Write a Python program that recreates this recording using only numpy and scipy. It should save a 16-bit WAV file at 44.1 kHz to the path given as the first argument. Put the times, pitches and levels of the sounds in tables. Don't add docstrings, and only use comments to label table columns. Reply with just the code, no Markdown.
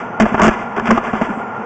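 import sys
import numpy as np
from scipy import signal
from scipy.io import wavfile
from scipy.ndimage import uniform_filter1d

SR = 44100
rng = np.random.default_rng(int(sys.argv[2]) if len(sys.argv) > 2 else 0)


def volts(x):
    e = np.asarray(x, float) / 20
    return 10 ** e


def generate_wav(signal):
    frames = np.transpose(np.atleast_2d(signal))
    scaled = np.clip(frames, -1, 1) * 32767
    pcm = np.round(scaled).astype(np.int16)
    wavfile.write(sys.argv[1], SR, pcm)


N = 72765

# [f/Hz, width/Hz, level/dB]
HISS_BANDS = [(129, 94, -13.5), (215, 62, -5), (444.4, 210, -6), (824, 414, 0), (1166, 340, -8),
              (1403, 73, -4.5), (1850, 1400, -11), (2606, 1200, -19), (6100, 3000, -34)]
# [start t/s, end t/s, f/Hz, level/dB]
WHINES = [
    (-.1, .2, 6078, -67),
    (1.03, 1.52, 7149, -63),
    (1.04, 1.14, 7989, -68),
    (1.22, 1.44, 7989, -66),
    (1.2, 1.45, 7520, -70),
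    (1.2, 1.7, 6078, -70),
]
# [t/s, level/dB, f/Hz, t60/s]
WALL_NOTES = [
    (.2, 14.5, 646.6, 0.062),
    (.263, -2.5, 658, 0.025),
    (.345, -1.5, 900, 0.016),
    (.394, -9.5, 930, 0.037),
    (.406, -10, 1140, 0.035),
    (0.415, -11.5, 1480, 0.036),
    (0.77, -16, 411.5, 0.14),
    (0.905, 0, 1027, 0.098),
    (0.975, -7, 1236, 0.045),
    (1.213, -8, 608, 0.039),
]
# [t/s, level/dB, f/Hz, hold/s]
BOOMS = [(0.206, 16, 220.8, .012), (0.319, -11, 222, 0.0039), (0.339, -12, 218, .005),
         (.42, 7.5, 217, 0.055), (.478, 3.5, 217.8, 0.0071), (0.821, -18, 225.7, 0.041),
         (0.885, -7.5, 215, 0.015), (.912, 6, 219.7, 0.012), (0.943, -14, 238, 0.012),
         (1.07, -23.5, 243, 0.017), (1.132, -8, 226, 0.0042), (1.214, -4, 228.4, 0.0023),
         (1.285, -18.5, 296, 0.0086), (1.298, -14.5, 215, 0.013), (1.37, -16.5, 236, 0.0067)]
# [t/s, level/dB, rattle t60/s, brightness/dB]
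KNOCKS = [(0.199, 15.5, 0.057, -4.5), (0.253, -9.5, 0.014, -14), (0.214, 7, 0.037, -9),
          (0.342, -8, 0.034, -15), (.351, -17, 0.029, -13.5), (.377, -11.5, 0.14, -10),
          (.394, -2.5, 0.01, -16), (0.405, -7.5, 0.038, -24.5), (0.417, 16.5, 0.013, -7),
          (0.43, 7, .015, -0.5), (0.439, 19.5, 0.0081, -7), (0.449, 9.5, 0.013, -3.5), (0.459, 7, .02, -8),
          (0.466, 11.5, 0.025, -16.5), (0.476, 4.5, 0.027, -5.5), (0.509, -15, .03, -12),
          (0.763, -15, 0.04, -5), (.776, -14.5, 0.13, -14), (0.795, -15, 0.02, -3),
          (0.854, -12, 0.052, -2.5), (0.872, -15.5, 0.051, -4), (.887, -14.5, 0.0067, -11.5),
          (0.907, 10.5, 0.027, -12), (0.974, -8, 0.02, -9.5), (1.066, -17, 0.15, -32),
          (1.130, -12.5, 0.015, -9.5), (1.14, -15.5, 0.13, -14), (1.213, -11.5, 0.071, -7),
          (1.29, -21.5, 0.24, -11), (1.392, -29, 0.066, -8)]
# [t/s, level/dB]
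DRAG = [(0, -27.5), (.195, -63), (.22, -24.5), (.3, -21), (.4, -25.5), (.48, -20), (.55, -26), (.7, -34),
        (.76, -37), (.82, -35), (.92, -19.5), (1.0, -31), (1.07, -28.5), (1.12, -31.5), (1.16, -29.5),
        (1.2, -38), (1.25, -26), (1.4, -40.5)]
# [f/Hz, width/Hz, level/dB]
CASE_MODES = [(39, 44, -10), (215, 49, -3.5), (370.4, 108, -4.5), (651.4, 149, -2), (900, 463, -3),
              (1140, 308, 0), (1445, 298, -2.5), (1721, 246, -3.5)]
# [f/Hz, width/Hz, level/dB]
SHELL_MODES = [(1683, 140, 9), (2037, 307, 8.5), (2390, 270, 4), (2761, 460, 5.5), (3286, 560, 4.5),
               (4760, 3600, 1), (6390, 1100, -4), (7800, 4500, -2.5)]

HISS_DB, HISS_FLICKER_DB = -24.5, 0.7
BOOM_ATTACK_S, BOOM_T60_S = 0.005, 0.07
KNOCK_DB, KNOCK_HOLD_S, KNOCK_GRIT_DB = -0.5, 0.0044, 4
DRAG_WANDER_DB, DRAG_GRIT_DB, DRAG_BRIGHT_DB = 3.0, 1, -2.5
LEAN, RAIL_UP, RAIL_DOWN = 1, 1.294, 0.33
SAG, SAG_S = 1.35, 0.0017
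COUPLING_HZ, NOTCH_HZ, ROLL_HZ, TOP_HZ = 68, 4005, 3240, 7770
CONVERTER_TOP, FULL_SCALE = 0.69, 0.71


def set_level(x, db):
    return x * volts(db) / np.sqrt(np.mean(x ** 2))


def ring(x, modes):
    out = 0
    for k, (hz, width, db) in enumerate(modes):
        b, a = signal.iirpeak(hz, hz / width, fs=SR)
        once = signal.lfilter(b, a, x)
        twice = signal.lfilter(b, a, once)
        out = out + (-1) ** k * volts(db) * twice / np.sqrt(width)
    return out


def grit(spread_db):
    clicks = rng.standard_normal(N)
    return set_level(clicks * volts(spread_db * rng.exponential(size=N)), 0)


def wander(rate_hz):
    hold = int(SR / rate_hz)
    steps = np.repeat(rng.standard_normal(N // hold + 1), hold)
    slow = uniform_filter1d(uniform_filter1d(steps, hold), hold)[:N]
    return slow / slow.std()


def outdoor_hiss():
    total = 0
    for band in HISS_BANDS:
        noise = ring(rng.standard_normal(N), [band])
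        total = total + noise * volts(HISS_FLICKER_DB * wander(11.35))
    return set_level(total, HISS_DB)


def high_whines(t):
    on, off, hz, db = np.array(WHINES).T[:, :, None]
    fade = np.clip(np.minimum(t - on, off - t) / 0.03, 0, 1)
    waver_db = 1.6 * np.array([wander(45) for _ in WHINES])
    phase = 2 * np.pi * hz * t + 1.5 * wander(30)
    return (fade * volts(db + waver_db) * np.sin(phase)).sum(0)


def wall_clanks(t):
    on, db, hz, t60 = np.array(WALL_NOTES).T[:, :, None]
    age = np.maximum(t - on, 0)
    return (volts(db - 60 * age / t60) * np.sin(2 * np.pi * hz * age)).sum(0)


def case_booms(t):
    on, db, hz, hold = np.array(BOOMS).T[:, :, None]
    age = t - on
    swell = np.clip(age / BOOM_ATTACK_S, 0, 1)
    decay_db = 60 * np.maximum(age - hold, 0) / BOOM_T60_S
    return (swell * volts(db - decay_db) * np.sin(2 * np.pi * hz * age)).sum(0)


def case_rattle(t):
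    on, db, t60, bright = np.array(KNOCKS).T[:, :, None]
    decay_db = 60 * np.maximum(t - on - KNOCK_HOLD_S, 0) / np.maximum(t60, 0.005)
    knocks = (t >= on) * volts(KNOCK_DB + db - decay_db)
    drag = volts(np.interp(t, *np.array(DRAG).T) + DRAG_WANDER_DB * wander(40))
    blow, rub = grit(KNOCK_GRIT_DB), grit(DRAG_GRIT_DB)
    body_push = blow * knocks.sum(0) + rub * drag
    shell_push = blow * (knocks * volts(bright)).sum(0) + rub * drag * volts(DRAG_BRIGHT_DB)
    body = ring(body_push, CASE_MODES) / np.std(ring(rub, CASE_MODES))
    shell = ring(shell_push, SHELL_MODES) / np.std(ring(rub, SHELL_MODES))
    return body + shell


def scene():
    t = np.arange(N) / SR
    return (case_rattle(t) + case_booms(t) + wall_clanks(t) + outdoor_hiss())[None]


def input_overload(x):
    bent = np.where(x > 0, x * (1 + LEAN * x), x / (1 + LEAN * np.abs(x)))
    memory = np.exp(-1 / (SAG_S * SR))
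    hits = 1.0 * (bent > RAIL_UP)
    rail = RAIL_UP - SAG * signal.lfilter([1 - memory], [1, -memory], hits)
    return np.clip(bent, -RAIL_DOWN, rail)


def output_filter(x):
    zeros = np.array([1, -2 * np.cos(2 * np.pi * NOTCH_HZ / SR), 1])
    poles = signal.butter(2, ROLL_HZ, fs=SR)[1]
    x = signal.lfilter(zeros * poles.sum() / zeros.sum(), poles, x)
    x = signal.sosfilt(signal.cheby2(8, 45, TOP_HZ + 1500, fs=SR, output="sos"), x)
    return signal.sosfilt(signal.butter(4, TOP_HZ, fs=SR, output="sos"), x)


def low_pass(x):
    return signal.sosfilt(signal.butter(12, 8800, fs=SR, output="sos"), x)


def record(dry):
    x = input_overload(dry)
    x = signal.sosfilt(signal.butter(1, COUPLING_HZ, "high", fs=SR, output="sos"), x)
    x = np.minimum(x, CONVERTER_TOP)
    x = output_filter(x) + high_whines(np.arange(N) / SR)
    mix = np.clip(x, -FULL_SCALE, FULL_SCALE)
    return low_pass(mix)


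dry = scene()
out = record(dry)
generate_wav(out)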